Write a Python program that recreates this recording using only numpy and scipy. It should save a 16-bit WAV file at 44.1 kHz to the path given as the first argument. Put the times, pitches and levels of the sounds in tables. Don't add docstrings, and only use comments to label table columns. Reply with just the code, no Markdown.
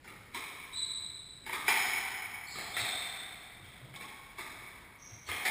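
import sys
import numpy as np
from scipy import signal
from scipy.fft import rfft, irfft
from scipy.io import wavfile
from scipy.ndimage import uniform_filter1d

SR = 44100
rng = np.random.default_rng(int(sys.argv[2]) if len(sys.argv) > 2 else 0)


def gain_from_decibels(decibels):
    exponent = np.asarray(decibels, float) / 20
    return 10 ** exponent


def store_wav(level_fs):
    pcm = np.round(np.clip(np.atleast_2d(level_fs), -1, 1) * 32767)
    wavfile.write(sys.argv[1], SR, pcm.T.astype(np.int16))


N = 242550


def colour(points, size):
    hz, db = np.transpose(points)
    bins_hz = np.fft.rfftfreq(size, 1 / SR)
    return gain_from_decibels(np.interp(np.log(bins_hz + 1), np.log(hz), db))


def causal(points, size=2048):
    cepstrum = irfft(np.log(colour(points, size)))
    cepstrum[1:size // 2] *= 2
    cepstrum[size // 2 + 1:] = 0
    return irfft(np.exp(rfft(cepstrum)))


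def band(x, lo_hz, hi_hz):
    y = signal.sosfilt(signal.butter(2, [lo_hz, hi_hz], "bandpass", fs=SR, output="sos"), x)
    return y / np.sqrt(np.sum(y ** 2))


def add(track, start_s, x):
    i = int(start_s * SR)
    x = x[:N - i]
    track[i:i + len(x)] += x


def air():
    # frequency_hz, density_db (per Hz)
    spectrum = [(12, -23), (20, -0.5), (101, 6.5), (607, -9), (1130, -11.5), (1470, -9.5), (2260, -9),
                (2800, -14.5), (3630, -15), (5330, -18), (6000, -26), (7800, -60), (13200, -120)]
    x = irfft(rfft(rng.standard_normal(N)) * colour(spectrum, N), N)
    steps_db = np.repeat(rng.standard_normal(N // 4000 + 1), 4000)[:N]
    drift_db = uniform_filter1d(steps_db, 6000)
    return gain_from_decibels(-59 + drift_db) * x / np.std(x)


def casing():
    # frequency_hz, gain_db
    case_colour = [(60, -18), (600, -7), (720, -2), (1100, -7), (1400, -3.5), (1900, -3), (2450, -5),
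                   (2850, -9.5), (3300, 7), (4000, -3.5), (4500, -16.5), (5300, -8.5), (5950, -13.5)]
    # frequency_hz, width_hz, gain_db
    mode = (2228, 167, 11.78)
    hz, width_hz, gain_db = mode
    broad = causal(case_colour)
    peak = signal.lfilter(*signal.iirpeak(hz, hz / width_hz, fs=SR), broad)
    return broad + (gain_from_decibels(gain_db) - 1) * peak


def struck_ball(peak_db, body_db, body_hz, slap_hz, crack_db):
    over_db = peak_db + 30
    crack_db = crack_db + 0.038 * over_db
    thud_db = -6.5 - 0.41 * over_db
    noise = rng.standard_normal(2000)
    t = np.arange(len(noise)) / SR
    blow = (t == 0) + 0.057 * noise * np.exp(-t / 0.0037)
    slap = band(blow, slap_hz, 3314)
    body = band(blow, 0.929 * body_hz, 1.152 * body_hz)
    crack = band(blow, 3170, 5510)
    thud = band(blow, 200, 427)
    mix = slap + gain_from_decibels(body_db + 1.0) * body + gain_from_decibels(crack_db) * crack + gain_from_decibels(thud_db) * thud
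    return gain_from_decibels(peak_db - 11) * np.convolve(mix, casing())


def wall_and_string_blows():
    # start_s, peak_db, body_db (relative to peak), body_pitch_hz, lowest_slap_hz
    blows = [(0.044, -43, -6, 850, 1300), (0.077, -42.5, -3, 1200, 1490), (0.3463, -28.5, -4.5, 1100, 1300),
             (0.4688, -48, -27, 1076, 1250), (1.4641, -32.5, -6, 927, 1380), (1.529, -28, -0.5, 1130, 1140),
             (1.6805, -16.5, -9, 778, 1780), (1.688, -34.5, 8, 1038, 1660),
             (2.555, -36.5, -0.5, 1170, 1240), (2.584, -32, -5.5, 790, 1230),
             (2.767, -21.5, -10.5, 777, 1150), (3.94, -43, -3.5, 773, 1415), (4.009, -38.5, -17, 790, 1300),
             (4.383, -31, -8, 1140, 1030), (4.477, -46, -28, 1037, 1200), (5.1, -47.5, -12, 850, 1250),
             (5.2878, -27.5, -3, 1044, 1620), (5.4524, -20.5, -6, 770, 1480)]
    return [(start_s, struck_ball(*blow, crack_db=-1)) for start_s, *blow in blows]


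def footfall(level_db, pitch_hz):
    noise = rng.standard_normal(4000)
    t = np.arange(len(noise)) / SR
    boom = band(noise * t * np.exp(-t / 0.0085), 0.76 * pitch_hz, 1.11 * pitch_hz)
    scuff = band(noise * t * np.exp(-t / 0.0018), 230, 860)
    return gain_from_decibels(level_db - 16.5) * (boom + gain_from_decibels(-9.5) * scuff)


def footfalls():
    # start_s, peak_db, pitch_hz
    steps = [(0.718, -65, 125), (1.219, -79, 73.1), (1.847, -46, 157), (2.548, -40.5, 170),
             (2.779, -35.5, 99), (2.919, -44.5, 165.5), (3.596, -39, 126), (3.7, -46, 156),
             (3.808, -37, 126), (3.88, -41.5, 133), (3.97, -45.5, 176), (4.089, -75, 180),
             (5.099, -43, 119), (5.269, -39, 96)]
    return [(start_s, footfall(*step)) for start_s, *step in steps]


def squeak(length_s, pitch_hz, level_db, sag, rough):
    n = int(length_s * SR)
    u = np.arange(n) / n
    chance = rng.standard_normal((2, n))
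    shake = uniform_filter1d(uniform_filter1d(chance, 40, axis=1), 40, axis=1) * 7.7
    hz = pitch_hz * (1 + sag / 2 - sag * u) * (1 + 0.06 * rough * shake[0])
    tone = np.sin(2 * np.pi * np.cumsum(hz) / SR)
    x = tone * np.exp(rough * shake[1] / 2) * np.sin(np.pi * np.sqrt(u))
    return gain_from_decibels(level_db - 1) * x / np.sqrt(np.sum(x ** 2))


def sole_whistles():
    # start_s, length_s, middle_pitch_hz, level_db
    whistles = [(0.733, 0.0097, 3830, -45), (0.763, 0.014, 3915, -35), (.765, 0.019, 3587, -48.5),
                (0.816, 0.057, 3843, -51), (0.866, 0.012, 3740, -52.5), (0.92, 0.014, 3870, -42),
                (1.144, 0.016, 3965, -67), (1.775, 0.046, 5183, -43.5), (1.865, 0.025, 5120, -52),
                (2.771, 0.013, 3637, -43), (2.884, 0.012, 3567, -40), (3.957, 0.031, 1080, -53),
                (4.031, 0.021, 1100, -59), (5.018, 0.021, 5750, -54), (5.042, 0.012, 5740, -47.5),
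                (5.117, 0.045, 5700, -60), (5.264, .018, 4390, -56.5)]
    return [(start_s, squeak(*slip, sag=0.015, rough=0.18)) for start_s, *slip in whistles]


def floor_bounces():
    # start_s, peak_db, body_db (relative to peak), body_pitch_hz
    bounces = [
        (1.494, -33.5, -2.5, 915),
        (2.61, -42.5, 0, 1200),
        (4.035, -49.5, 5, 800),
        (4.795, -53, 3, 1040),
        (5.316, -31, -5, 760),
    ]
    return [(start_s, struck_ball(*bounce, slap_hz=1300, crack_db=-14.5)) for start_s, *bounce in bounces]


def sole_scrapes():
    # start_s, length_s, middle_pitch_hz, level_db
    scrapes = [(1.741, .02, 3570, -50), (2.47, 0.013, 4170, -51), (2.498, 0.012, 4320, -47.5),
               (2.505, .019, 4990, -51.5), (2.535, 0.05, 4100, -50), (2.544, .13, 4950, -65),
               (2.546, .039, 3260, -51.5), (2.737, 0.019, 3514, -42), (2.789, 0.052, 3590, -39),
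               (2.79, 0.012, 4300, -43.5), (4.987, .03, 5720, -59)]
    return [(start_s, squeak(*slip, sag=0.043, rough=0.69)) for start_s, *slip in scrapes]


def frame_taps():
    # start_s, level_db, late_ring_share_db, lowest_hz
    taps = [
        (2.801, -55, -13, 1620),
        (3.643, -53, 0.5, 910),
        (3.96, -39, -12, 3430),
        (4.082, -46, -10.5, 1830),
        (5.269, -52, 4, 1520),
    ]
    case = casing()
    sounds = []
    for start_s, level_db, late_db, low_hz in taps:
        click = gain_from_decibels(level_db) * band(np.arange(600) == 0, low_hz, 7300)
        sounds.append((start_s, np.convolve(click, case), late_db))
    return sounds


def mirrors(place, wall_keep, order=4):
    court_m = np.array([6.4, 9.75, 5.6])
    ear = court_m * np.array([0.5, 0.001, 0.12])
    k = np.arange(-order, order + 1)[:, None]
    images = k * court_m + np.where(k % 2, 1 - place, place) * court_m - ear
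    x, y, z = np.meshgrid(*images.T, indexing="ij")
    bounces = sum(np.meshgrid(*[np.abs(k[:, 0])] * 3, indexing="ij"))
    r = np.sqrt(x ** 2 + y ** 2 + z ** 2).ravel()
    lag = ((r - r.min()) / 343 * SR).astype(int)
    return np.bincount(lag, wall_keep ** bounces.ravel() * r.min() / r)


def first_arrivals(echoes):
    t = np.arange(len(echoes)) / SR
    highpass = signal.butter(4, 3000, "highpass", fs=SR, output="sos")
    bright = signal.sosfilt(highpass, echoes * np.exp(-t / 0.012))
    return echoes * (1 + 0.36 * np.exp(-t / 0.0073)) + 0.34 * bright


def scatter():
    t60_s, spray_db = 0.041, -15.5
    t = np.arange(4000) / SR
    return (t == 0) + gain_from_decibels(spray_db) * rng.standard_normal(len(t)) * 1000. ** (-t / t60_s)


def ring():
    # frequency_hz, t60_s
    decay = [(100, 0.28), (300, 2.18), (800, 2.64), (2200, 2.53), (3800, 1.75), (5500, 1.92)]
    build_s, flutter_hz, flutter, lumps_db = 0.0073, 42.37, 0.048, 0.5
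    t = np.arange(3 * SR) / SR
    hz, t60_s = np.transpose(decay)
    lumps = uniform_filter1d(np.repeat(rng.standard_normal(len(t) // 300), 300), 300)
    beat = 1 + flutter * np.cos(2 * np.pi * flutter_hz * t)
    noise = rng.standard_normal(len(t)) * gain_from_decibels(lumps_db * lumps) * beat
    spectrum = rfft(noise / np.std(noise))
    octave = np.log2(np.fft.rfftfreq(len(t), 1 / SR) + 1)
    out = np.zeros(len(t))
    for centre in np.arange(5, 14, 0.5):
        share = np.clip(1 - 2 * np.abs(octave - centre), 0, 1)
        out += irfft(spectrum * share) * 1000. ** (-t / np.interp(centre, np.log2(hz), t60_s))
    return out * (1 - np.exp(-(t / build_s) ** 2))


def forerunner(dry):
    before = np.arange(1500)
    swell = np.exp((before - before[-1]) / SR / 0.011)
    swelling_noise = gain_from_decibels(-5) * rng.standard_normal(len(before)) * swell
    ahead = signal.fftconvolve(dry, swelling_noise)[len(before):len(before) + N - 1]
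    return np.append(ahead, 0)


def scene():
    background = air()
    far = wall_and_string_blows() + footfalls() + sole_whistles() + floor_bounces() + sole_scrapes()
    sounds = [(start_s, x, 0, 0.8) for start_s, x in far]
    sounds += [(start_s, x, late_db, 0.4) for start_s, x, late_db in frame_taps()]
    dry, early = np.zeros(N), np.zeros(N)
    for start_s, x, late_db, wall_keep in sounds:
        add(dry, start_s, x * gain_from_decibels(late_db))
        echoes = first_arrivals(mirrors(rng.uniform(0.15, 0.85, 3), wall_keep))
        sprayed = signal.fftconvolve(x, scatter())
        add(early, start_s, signal.fftconvolve(sprayed, echoes))
    late = signal.fftconvolve(dry, ring())[:N]
    return (late + gain_from_decibels(14) * early + forerunner(dry) + background)[None]


def top_cut(x):
    return signal.sosfilt(signal.butter(12, 16220, fs=SR, output="sos"), x)


def record(dry):
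    held_hz = 12000
    guard = signal.butter(6, 5800, fs=SR, output="sos")
    slow = signal.resample_poly(signal.sosfilt(guard, dry), held_hz, SR, axis=1)
    held = signal.resample_poly(np.repeat(slow, 4, axis=1), SR, 4 * held_hz, axis=1)
    top = signal.ellip(10, 0.2, 70, 15400, fs=SR, output="sos")
    mix = signal.sosfiltfilt(top, held[:, :N])
    return top_cut(mix)


dry = scene()
out = record(dry)
store_wav(out)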